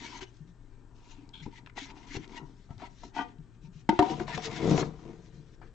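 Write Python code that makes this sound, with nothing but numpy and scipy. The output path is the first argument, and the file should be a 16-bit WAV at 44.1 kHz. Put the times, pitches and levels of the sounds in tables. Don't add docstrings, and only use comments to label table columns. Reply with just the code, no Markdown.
import sys
import numpy as np
from scipy import signal
from scipy.fft import rfft, irfft, next_fast_len
from scipy.io import wavfile
from scipy.ndimage import uniform_filter1d, map_coordinates

SR = 44100
rng = np.random.default_rng(int(sys.argv[2]) if len(sys.argv) > 2 else 0)


def log_audio(samples):
    frames = np.atleast_2d(samples).T
    limited = np.clip(frames, -1, 1)
    pcm = np.round(limited * 32767).astype(np.int16)
    wavfile.write(sys.argv[1], SR, pcm)


def nominal_scale(level):
    x = np.asarray(level, float) / 20
    return 10 ** x


N = 253126
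T = np.arange(N) / SR
LID_ON_S = 3.885

# centre_hz, width_hz, level_db
OPEN_CAVITY = [(200, 104, -7.5), (282, 34.8, 3.5), (382.3, 40, -4.5), (463.68, 76, -13)]
# centre_hz, width_hz, level_db
SHUT_CAVITY = [(221, 13, 4.5), (291, 47, 5), (335, 71.1, 5), (395.88, 41.6, 0.5), (447.7, 23.4, 3),
               (534, 117, -15.5)]


def unit(x):
    return x / np.sqrt(np.mean(x ** 2) + 1e-20)


def along(points, hz):
    f, v = np.transpose(points)
    return np.interp(np.log(hz + 1), np.log(f + 1), v)


def wobble(rate_hz):
    knots = rng.standard_normal(int(N / SR * 200) + 4)
    return map_coordinates(knots, [T * min(rate_hz, 199)])


def filtered(x, response):
    m = next_fast_len(N + SR // 2)
    return irfft(rfft(x, m) * response(np.fft.rfftfreq(m, 1 / SR)), m)[..., :N]


def modes(table):
    def response(f):
        total = 0
        for k, (centre_hz, width_hz, db) in enumerate(table):
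            loss = 1j * f * width_hz
            total = total + (-1) ** k * nominal_scale(db) * loss / (centre_hz * centre_hz - f * f + loss)
        return total
    return response


def grains(rate_hz, spread_db, smooth):
    size = nominal_scale(spread_db * np.minimum(rng.exponential(size=N), 3))
    slips = (rng.random(N) < rate_hz / SR) * rng.standard_normal(N) * size
    share = np.clip(smooth, 0, 1)
    return np.sqrt(1 - share) * unit(slips) + np.sqrt(share) * rng.standard_normal(N)


def rung(table, envelope, force):
    response = modes(table)
    gain = np.sqrt(np.mean(np.abs(response(np.linspace(1, SR / 2, num=8192))) ** 2))
    return filtered(envelope * force, response) / gain


def struck(table, blows):
    one = irfft(modes(table)(np.fft.rfftfreq(16384, 1 / SR)))
    return signal.fftconvolve(blows, one[:8192] / np.abs(one).max())[:N]


def stages():
    drag_s, up_s = 2.65, 3.1
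    # centre_hz, width_hz, level_db
    tray = [(689, 107, -7), (955, 64, 3.5), (1400, 98, -11.5)]
    # centre_hz, width_hz, level_db
    corner = [(690, 60.2, 1), (940, 52, 2.5), (1320, 59, -5), (2050, 120, -17)]
    # centre_hz, width_hz, level_db
    panel = [(715, 20.7, 3.5), (909, 33, 3.5), (1200, 24, -8), (1471.1, 29, -5), (1930, 29, -6.5),
             (2100, 39, -18.5), (2470, 35, -10.5), (3130, 35, -11)]
    # centre_hz, width_hz, level_db
    shut = [(626, 120, -8.5), (741, 57, -0.5), (915, 48, -3), (995, 70, -3), (1214, 110, -10),
            (1430, 120, -12.5), (2000, 490, -17.5)]
    return ((tray, T < drag_s), (corner, (T >= drag_s) & (T < up_s)),
            (panel, (T >= up_s) & (T < LID_ON_S)), (shut, T >= LID_ON_S))


def strokes(table, db, slower=1):
    rounded = 1.24
    peak_s, rise_s, fall_s = np.transpose(table)[:3, :, None]
    t = np.arange(0, N / SR, 0.001)
    away = np.where(t < peak_s, (peak_s - t) / np.abs(rise_s), (t - peak_s) / np.abs(fall_s)) / slower
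    return np.interp(T, t, np.linalg.norm(nominal_scale(db[:, None] - 10 * away ** rounded), axis=0))


def sliding(table, db):
    touch_s, lift_s = 0.0078, 0.0099
    start_s, length_s, _, gain_db = np.transpose(table)[:4, :, None]
    t = np.arange(0, N / SR, 0.001)
    edges = np.maximum(start_s - t, 0) / touch_s + np.maximum(t - start_s - length_s, 0) / lift_s
    swell_db = gain_db * np.clip((t - start_s) / length_s, 0, 1)
    return np.interp(T, t, np.linalg.norm(nominal_scale(db[:, None] + swell_db - 10 * edges), axis=0))


def patchy(x, patchy_db, colour):
    hz, s, z = signal.stft(x, SR, nperseg=512)
    field = uniform_filter1d(uniform_filter1d(rng.standard_normal(z.shape), 5, 0), 7, 1)
    z = z * colour(hz[:, None], s) * nominal_scale(patchy_db * unit(field))
    return unit(signal.istft(z, SR, nperseg=512)[1][:N])


def room_tone():
    # freq_hz, level_db
    quiet = [(12, -35.5), (20, 5), (89, -12.5), (124, -11), (253, -28.5), (370, -22.5), (502, -32.5),
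             (541, -32), (1570, -35), (2080, -49.5), (7770, -49.5), (8600, -40), (11200, -86.5),
             (18900, -120)]
    # freq_hz, level_db
    hum_tones = [(26.9, -66), (118.4, -63.5), (376.8, -84), (1200, -91.5), (1599, -89.5), (1798, -89),
                 (3198, -98.5), (6998, -97), (7499, -100), (8000, -92)]
    quiet_db = -53
    air = filtered(rng.standard_normal((2, N)), lambda hz: nominal_scale(along(quiet, hz)))
    air = unit(air[0]) + [[0.33], [-0.33]] * unit(air[1])
    swell, drift = wobble(3.0), wobble(17)
    hum = np.zeros(N)
    for hz, db in hum_tones:
        hum += nominal_scale(db + 5.0 + 0.31 * swell) * np.sin(2 * np.pi * hz * T + 0.4 * drift)
    return (nominal_scale(quiet_db - 3.0 + 0.28 * wobble(2.1)) * air + hum) * nominal_scale([[3.2], [-3.8]])


def surface():
    # start_s, length_s, hiss_db, gain_by_lift_db, scrape_rel_db
    foam_slides = [(0, 0.1926, -57, -2, 5.5), (0.215, 0.025, -54.5, -5.5, 6.5), (0.25, 0.15, -72, -7.5, 1),
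                   (0.957, .19, -80, 15, 1.5), (1.111, 0.2, -71, -16, 8.5), (1.43, 0.062, -66, -12, 2.5),
                   (1.512, 0.074, -77, 10.5, 10), (1.773, 0.14, -55, -6.5, 6), (1.944, 0.11, -69.5, 2.5, 7),
                   (2.074, 0.095, -61, 7, 7), (2.176, 0.077, -70, 1.5, 9.5), (2.29, 0.0897, -71.5, 13.5, 7),
                   (2.39, 0.44, -74, -4, -1)]
    # start_s, length_s, hiss_db, gain_by_lift_db, scrape_rel_db
    lid_slides = [(2.797, 0.074, -70.5, 0.5, 15), (2.9, 0.16, -74.5, 9.5, -1.5),
                  (3.036, 0.069, -60, -11.5, -3), (3.152, 0.067, -61, -2, 12), (3.215, .022, -66, -2, 14.5),
                  (3.25, 0.074, -74.5, -6, 9), (3.62, 0.05486, -76, 3.5, 1.5),
                  (3.73, 0.08087, -73, 4, -1.5), (3.906, 0.0869, -67.5, -5.5, 12),
                  (3.999, 0.11089, -62, 7.5, 9.5), (4.12, 0.075, -59, -4.5, 9), (4.197, 0.063, -52, -18, 1),
                  (4.274, 0.08219, -65.5, 12, 11.5), (4.35, 0.058, -52.5, -3, 4.5),
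                  (4.42, 0.062, -51.5, 4, 2.5), (4.498, 0.18, -58.5, 2.5, 9.5), (4.668, 0.15, -50.5, 7, -2),
                  (4.839, 0.0637, -54.5, -16.5, -8), (4.91, 0.63746, -74.5, -1.5, 1.5),
                  (5.616, 0.10404, -84.5, -7.5, 16)]
    # time_s, freq_hz
    contact = [(.1, 2130), (.19, 2200), (.225, 3070), (.4, 1710), (1.13, 2978), (1.3, 2050), (2.84, 2200),
               (3.18, 1696), (3.7, 2764), (4.0, 1900), (4.11, 3036), (4.34, 1900), (4.5, 2190), (5.7, 1660)]
    # freq_hz, level_db
    scuff = [(1760, -33.5), (3000, -6), (4120, -2), (4520, -7), (5940, -3.5), (7180, -8.5), (8600, -40),
             (11200, -59), (18900, -120)]
    # freq_hz, level_db
    scrape = [(900, -28.5), (1400, -7.5), (2100, -5), (3300, -6.5), (4500, -11.5), (7000, -23)]
    rest_hiss_db = -86.5

    slides = np.array(foam_slides + lid_slides)
    fine_gain = np.hypot(sliding(slides, slides[:, 2]), nominal_scale(rest_hiss_db))
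    coarse_gain = np.hypot(sliding(slides, slides[:, 2] + slides[:, -1]), nominal_scale(rest_hiss_db + 5.5))
    contact_s, contact_hz = np.transpose(contact)

    def scrape_colour(hz, s):
        off = (hz - np.interp(s, contact_s, contact_hz)) / 180
        return nominal_scale(along(scrape, hz) + 6.2 / (1 + off ** 2))

    fine = patchy(grains(3000, spread_db=1.5, smooth=0.43), 2.8, lambda hz, s: nominal_scale(along(scuff, hz)))
    coarse = patchy(grains(1500, spread_db=0.0, smooth=0.47), 1.9, scrape_colour)
    grip = nominal_scale(2.0 * wobble(35))
    return grip * (nominal_scale(0.5) * fine_gain * fine + nominal_scale(0.56 * wobble(60)) * coarse_gain * coarse)


def rubbing():
    # peak_s, rise_s_per_10db, fall_s_per_10db, board_db, cavity_db
    foam_presses = [(.05, 0.3, 0.05, -57, -48), (.14, 0, .045, -54.5, -54.5),
                    (0.227, 0.2044, 0.02, -50.5, -53), (.98, -0.6, 0.7, -77, -75),
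                    (1.09, -0.3, 0.7, -65, -61.5), (1.459, 0, 0.015, -57.5, -39),
                    (1.582, 0, 0.03, -56.5, -56.5), (1.775, -0.01, 0, -38.5, -42.5),
                    (1.9, 0.06, 0.25, -54, -52.5), (2.149, 0.006, -0.02, -46.5, -40.5),
                    (2.383, 0.12, -0.08, -51, -48.5)]
    # peak_s, rise_s_per_10db, fall_s_per_10db, board_db, cavity_db
    lid_presses = [(2.708, 0.01501, 0.024, -52, -56), (2.829, 0.028, 0.036, -42.5, -48),
                   (3.034, 0.012, 0.029, -52.5, -47.5), (3.19, 0.025, 0.029, -28.5, -39.5),
                   (3.3, 0.044, .07, -62, -54), (4.043, 0.0037, 0.077, -40.5, -38.5),
                   (4.129, .05, .03, -46, -40.5), (4.201, 0.019, 0.04833, -42, -43.5),
                   (4.301, 0.023, 0.12496, -44, -51.5), (4.501, 0.17, 0.34, -45.5, -48.5),
                   (4.635, 0.021, 0.051, -39.5, -31), (4.713, 0.054, 0.079, -35.5, -30),
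                   (4.81, 0.11, 0.02427, -34.5, -30.5), (5.08, 0.076, 0.07996, -55.5, -51),
                   (5.616, .02, 0.037, -80, -55)]
    # peak_s, rise_s_per_10db, fall_s_per_10db, shake_db
    leans = [
        (1.45, -0.3, 0.6, -57.5),
        (2.164, 0, 0.1, -48),
        (2.72, 0.24, 0.4, -54),
        (3.7, 0.5, 1, -61),
        (4.045, 0, -0.77, -39.5),
        (4.372, 0.02, 0.72, -44.5),
        (4.694, 0.0464, 0.09, -28),
        (4.829, 0.03, 0.0647, -32),
    ]
    # centre_hz, width_hz, level_db
    desk = [(66, 28, -12), (149.4, 25.6, 2), (176.98, 42.7, -2.5)]
    rest_board_db, rest_cavity_db = -83.5, -65.5
    air_lingers = 1.45

    presses = np.array(foam_presses + lid_presses)
    board_gain = np.hypot(strokes(presses, presses[:, -2]), nominal_scale(rest_board_db))
    air_gain = np.hypot(strokes(presses, presses[:, -1], air_lingers), nominal_scale(rest_cavity_db))
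    jerks = grains(130, spread_db=0.7, smooth=0.34)
    chatter = grains(700, spread_db=1.5, smooth=0.25)
    force = 0.79 * chatter + 0.55 * jerks
    boards = sum(rung(board, nominal_scale(-2.0) * board_gain * now, force) for board, now in stages())
    air = rung(OPEN_CAVITY, nominal_scale(-1.5) * air_gain * (T < LID_ON_S), jerks)
    air += rung(SHUT_CAVITY, air_gain * (T >= LID_ON_S), jerks)
    shake = nominal_scale(-3.5) * strokes(leans, np.array(leans)[:, -1])
    return boards + air + rung(desk, shake, jerks)


def catches():
    # start_s, length_s, pitch_hz, level_db
    caught = [(0.023, 0.048, 940, -51), (0.043, 0.05, 2241, -51), (0.106, 0.071, 960, -49.5),
              (.215, 0.034, 367, -44), (0.252, .04, 2989, -66), (.44, .12, 171, -56),
              (1.055, 0.01703, 934, -62), (1.112, .04, 925, -56.5), (1.433, 0.013, 2240, -53.5),
              (1.528, 0.019, 950, -54.5), (1.569, 0.02767, 1950, -55.5), (1.777, 0.021, 1938, -44),
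              (2.095, 0.05, 2148, -50), (2.151, 0.0242, 2700, -48), (2.143, .02, 800, -50),
              (2.192, 0.023, 335, -43), (1.453, 0.019, 846, -51), (1.76, .04, 479, -53),
              (2.356, .04, 1950, -48), (2.365, 0.03, 2800, -52), (2.368, 0.029, 933, -48.5),
              (3.161, 0.041, 3166, -52), (3.195, 0.021, 1471, -45), (3.24, 0.053, 478, -58.5),
              (3.637, 0.056, 917, -66), (4.071, 0.075, 752, -34.5), (4.15, .045, 738, -49),
              (4.082, 0.054, 332, -36), (4.108, 0.042, 960, -44.5), (4.194, 0.033, 729, -42),
              (4.2, 0.034, 360.5, -36), (4.275, .06, 954, -43.5), (4.322, 0.042, 1850, -43),
              (4.334, 0.029, 2050, -45), (4.341, .025, 151, -39.5), (4.372, 0.019, 151, -39.5),
              (4.374, .03, 715, -41), (4.485, 0.026, 110, -45), (4.44, 0.092, 452.4, -41.5),
              (4.439, .025, 2030, -51)]
    rel_width = 0.08
    out, t = np.zeros(N + SR), np.arange(SR // 5) / SR
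    for s, length_s, hz, db in caught:
        knots = np.broadcast_arrays([[0], [1]], t * rel_width * hz)
        waver = map_coordinates(rng.standard_normal((2, 200)), [*knots], order=1)
        tone = (1 + 0.35 * waver[0]) * np.sin(2 * np.pi * hz * t + 1.3 * waver[1])
        swell = np.sin(np.pi * np.clip(t / length_s, 0, 1))
        out[round(s * SR):][:len(t)] += nominal_scale(db + 2.0) * swell * tone
    return out[:N]


def knocks():
    # start_s, crack_db, panel_db, cavity_db, push_db
    contacts = [(0.2197, -53, -43.5, -31, -42.5), (1.4607, -56, -40, -31.5, -32.5),
                (1.7765, -44, -28.5, -36, -65), (1.787, -36, -42, -58, -59),
                (2.1668, -37, -38, -19.5, -25.5), (2.374, -46, -83, -46.5, -83),
                (2.706, -56, -50, -48, -28), (3.0335, -62, -36, -80, -66), (4.1987, -39, -26, -27, -31.5),
                (4.2782, -45, -29, -50, -46), (4.3761, -33.5, -28.5, -28, -29.5),
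                (4.7771, -32.5, -20, -24, -26.5), (4.8294, -61, -25.5, -49, -37.5),
                (5.0896, -73.5, -55.5, -32.5, -49)]
    crack, panel, cavity, push = np.zeros((4, N + SR))
    t = np.arange(SR // 10) / SR
    rattle = nominal_scale(-60 * t / 0.021)
    rattle /= np.linalg.norm(rattle)
    thud = nominal_scale(-60 * t / 0.028) * np.sin(2 * np.pi * 105 * t) * (1 - np.exp(-t / 0.001))
    for s, crack_db, panel_db, cavity_db, push_db in contacts:
        at = slice(round(s * SR), round(s * SR) + len(t))
        noise = rng.standard_normal((3, len(t)))
        crack[at] += nominal_scale(crack_db + 1.0 - 60 * t / 0.027) * noise[0]
        panel[at] += nominal_scale(panel_db - 2.5) * rattle * noise[1]
        cavity[at] += nominal_scale(cavity_db - 4.0) * rattle * noise[2]
        push[at] += nominal_scale(push_db + 3.0) * thud
    crack, panel, cavity, push = crack[:N], panel[:N], cavity[:N], push[:N]
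    crack = filtered(crack, modes([(2200, 1300, 8.5), (5500, 4600, -7.0)]))
    boards = sum(struck(board, now * panel) for board, now in stages())
    air = struck(OPEN_CAVITY, cavity * (T < LID_ON_S)) + struck(SHUT_CAVITY, cavity * (T >= LID_ON_S))
    return crack + boards + air + push


def ticks():
    # start_s, peak_db, pitch_hz, t60_s
    snaps = [(0.368, -63.5, 5500, 0.023), (0.228, -45, 3100, .02), (1.291, -52, 4800, 0.0076),
             (1.434, -55, 2300, 0.018), (1.662, -46, 2712, 0.014), (1.663, -50, 1674, 0.0122),
             (1.6713, -47.5, 1730, 0.022), (1.6964, -50.5, 1900, 0.02309), (1.902, -49, 2100, 0.01),
             (2.085, -53, 2900, .015), (2.113, -51, 3000, .012), (2.123, -52, 1600, .012),
             (2.152, -48, 3000, .015), (2.243, -49, 2250, 0.014), (2.278, -52, 4500, 0.011),
             (2.375, -47, 2480, 0.04275), (2.691, -60.5, 910, .025), (2.78, -55, 4500, .01),
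             (2.799, -50.5, 1400, 0.04), (3.149, -57, 2000, 0.03363), (3.385, -64.5, 3126, 0.021),
             (4.99, -55, 1090, 0.0805), (4.198, -43.5, 1100, .02), (4.376, -45, 1700, 0.0148),
             (4.777, -36.5, 2000, 0.017), (4.826, -37, 1000, .02), (5.037, -56.5, 1000, .025),
             (5.615, -50, 1047, 0.082), (5.618, -55.5, 1630, 0.21)]
    out, t = np.zeros(N + SR), np.arange(SR // 16) / SR
    for s, db, hz, t60_s in snaps:
        snap = nominal_scale(-60 * t / max(t60_s, 0.003)) * (rng.standard_normal(len(t)) + 3.3 * (t == 0))
        band = signal.butter(2, [hz / 1.63, hz * 1.24], "band", fs=SR, output="sos")
        snap = signal.sosfilt(band, snap)
        out[round(s * SR):][:len(t)] += nominal_scale(db + 6.0) * snap / np.abs(snap).max()
    return out[:N]


def bumps():
    # start_s, peak_db, pitch_hz
    swings = [(0.405, -41.5, 153.5), (1.181, -49, 282), (1.226, -49.5, 282), (1.417, -42.5, 153),
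              (1.816, -43, 275), (2.105, -45, 282), (2.421, -43, 148), (2.759, -45, 101), (3.387, -41, 155),
              (3.638, -42.5, 155), (3.68, -46, 181), (3.754, -43.5, 156), (3.821, -54.5, 141.4),
              (4.959, -46.5, 48.7), (5.378, -43.5, 150.6)]
    out, t = np.zeros(N + SR), np.arange(SR // 4) / SR
    for s, db, hz in swings:
        envelope = nominal_scale(db + 7.5 - 60 * t / 0.13) * (1 - np.exp(-t / 0.0057))
        out[round(s * SR):][:len(t)] += envelope * np.sin(2 * np.pi * hz * t)
    return out[:N]


def squeak():
    # time_s, level_db
    level = [
        (1.33, -66),
        (1.338, -47.5),
        (1.418, -51.5),
        (1.435, -85),
    ]
    # centre_hz, width_hz, level_db
    foam = [(910, 46, -3), (1560, 77.3, -3), (2300, 150, -2.5), (3340, 200, 6.5), (4260, 46, -3)]
    time_s, level_db = np.transpose(level)
    on = (T > time_s[0]) & (T < time_s[-1])
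    envelope = on * nominal_scale(np.interp(T, time_s, level_db) - 4.0 + 0.93 * wobble(58.8))
    return rung(foam, envelope, grains(1300, spread_db=-3.0, smooth=0.46))


def slams():
    # (pitch_hz, level_db, t60_s)
    rings = [
        (3.8905, [(90.73, -44.5, 0.0175), (200, -13, 0.042), (335, -14, 0.05132), (587.5, -26, 0.034), (706, -25.5, 0.071), (901.5, -11.5, 0.05), (940, -36, 0.13), (1430, -23.5, 0.04), (2041, -30, 0.044)]),
        (3.926, [(345, -25.5, 0.13), (291.3, -41, 0.0861), (915, -39, 0.21)]),
        (3.9908, [(115, -20.5, 0.051), (299.3, -15, 0.096), (388, -16.5, 0.12), (562, -20.5, 0.051), (722.4, -14.5, 0.1), (745, -28, 0.29), (936, -15.5, 0.064), (1225, -25.5, 0.053), (1860, -30, 0.074)]),
        (4.0247, [(284.5, -20, 0.062), (397.1, -27.5, 0.1), (915, -15.5, 0.046), (995, -30.5, 0.076)]),
    ]
    # start_s, level_db, t60_s
    slaps = [
        (3.8915, -19.5, 0.027),
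        (3.991, -19.5, 0.031),
        (4.0261, -32.5, 0.026),
    ]
    waver_rad, waver_rate_hz = 0.6, 45
    out, crack = np.zeros((2, N + SR))
    t = np.arange(SR // 3) / SR
    for s, ring in rings:
        knots = np.broadcast_arrays(np.arange(16)[:, None], t * waver_rate_hz)
        waver = map_coordinates(rng.standard_normal((16, 40)), [*knots], order=1)
        swing = np.zeros(len(t))
        for k, (hz, db, t60_s) in enumerate(ring):
            phase = 2 * np.pi * hz * t + waver_rad * (waver[k] - waver[k, 0])
            swing -= (-1) ** k * nominal_scale(db - 60 * t / t60_s) * np.sin(phase)
        out[round(s * SR):][:len(t)] += swing * (1 - np.exp(-t / 0.0006))
    for s, db, t60_s in slaps:
        crack[round(s * SR):][:len(t)] += nominal_scale(db - 60 * t / t60_s) * rng.standard_normal(len(t))
    return out[:N] + filtered(crack[:N], modes([(1900, 1590, 6.0), (4500, 1900, -5.0)]))


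def sinking():
    # start_s, peak_db
    slips = [(4.604, -28), (4.632, -18.5), (4.645, -19.5), (4.656, -16.5), (4.677, -16), (4.6873, -16),
             (4.694, -19.5), (4.707, -25), (4.713, -13), (4.720, -21), (4.730, -26.5), (4.741, -20.5),
             (4.747, -13.5), (4.760, -23.5), (4.768, -24), (4.788, -27), (4.805, -24.5), (4.815, -24.5),
             (4.823, -23), (4.829, -22)]
    # pitch_hz, level_db, t60_s
    seat = [(166.7, -4.5, 0.049), (286.17, -6.5, .04), (396, -10.5, .035), (725, -19.5, 0.027),
            (960, -19, .035)]
    slip_s = 0.0014
    blows, t = np.zeros(N), np.arange(SR // 8) / SR
    for s, db in slips:
        blows[round(s * SR)] = -nominal_scale(db + 1.3)
    push = np.exp(-(np.arange(-200, 200) / (SR * slip_s / 4)) ** 2)
    answer = sum(nominal_scale(db - 60 * t / t60_s) * np.cos(2 * np.pi * hz * t) for hz, db, t60_s in seat)
    return signal.fftconvolve(np.convolve(blows, push / push.sum(), "same"), answer)[:N]


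def wall_tail(seconds):
    # freq_hz, t60_s
    walls = [(150, 0.17), (1000, 0.29), (8000, 0.019)]
    hz, t, z = signal.stft(rng.standard_normal((2, round(seconds * SR))), SR, nperseg=256)
    h = signal.istft(z * nominal_scale(-60 * t / along(walls, hz)[:, None]), SR, nperseg=256)[1]
    return h / np.linalg.norm(h, axis=1, keepdims=True)


def pair(x):
    # freq_hz, left_right_likeness
    alike = [(60, 1), (160, 1), (430, 0.97), (1150, 0.84), (2200, 0.41), (4000, 0.43), (8260, 0.77)]
    # freq_hz, level_db
    left_over_right = [(40, 9.5), (200, 7.5), (500, 7.5), (1500, 7), (3000, 5.5), (6000, 4), (8300, 5)]
    z = signal.stft(x, nperseg=512)[2]
    drift = rng.standard_normal((2, *z.shape))
    drift = uniform_filter1d(uniform_filter1d(drift, size=14, axis=1), size=7, axis=2)
    scattered = signal.istft(z * np.exp(1j * np.arctan2(*drift)), nperseg=512)[1]
    scattered = np.pad(scattered, (128, 0))[:N]

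    def far_response(hz):
        turn = np.arccos(np.clip(along(alike, hz), 0, 1))
        return nominal_scale(3.0 - along(left_over_right, hz)) * [np.cos(turn), np.sin(turn)]

    direct, diffuse = filtered(np.array([x, scattered]), far_response)
    return np.array([nominal_scale(3.0) * x, direct + diffuse])


def scene():
    box = surface() + rubbing() + catches() + knocks() + ticks() + bumps()
    box = box + squeak() + nominal_scale(2.5) * slams() + sinking()
    late = np.pad(box, (400, 0))[None]
    echo = signal.fftconvolve(late, wall_tail(0.4), axes=1)[:, :N]
    return pair(box) + nominal_scale([[-15], [-22]]) * echo + room_tone()


def top_cut(x):
    return signal.sosfilt(signal.butter(12, 8860, fs=SR, output="sos"), x)


def record(dry):
    ceiling, knee = 0.28656, 4.5
    clipped = dry / (1 + np.abs(dry / ceiling) ** knee) ** (1 / knee)
    mix = filtered(clipped, lambda hz: 1 / (1 + (hz / 8100) ** 40))
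    return top_cut(mix)


dry = scene()
out = record(dry)
log_audio(out)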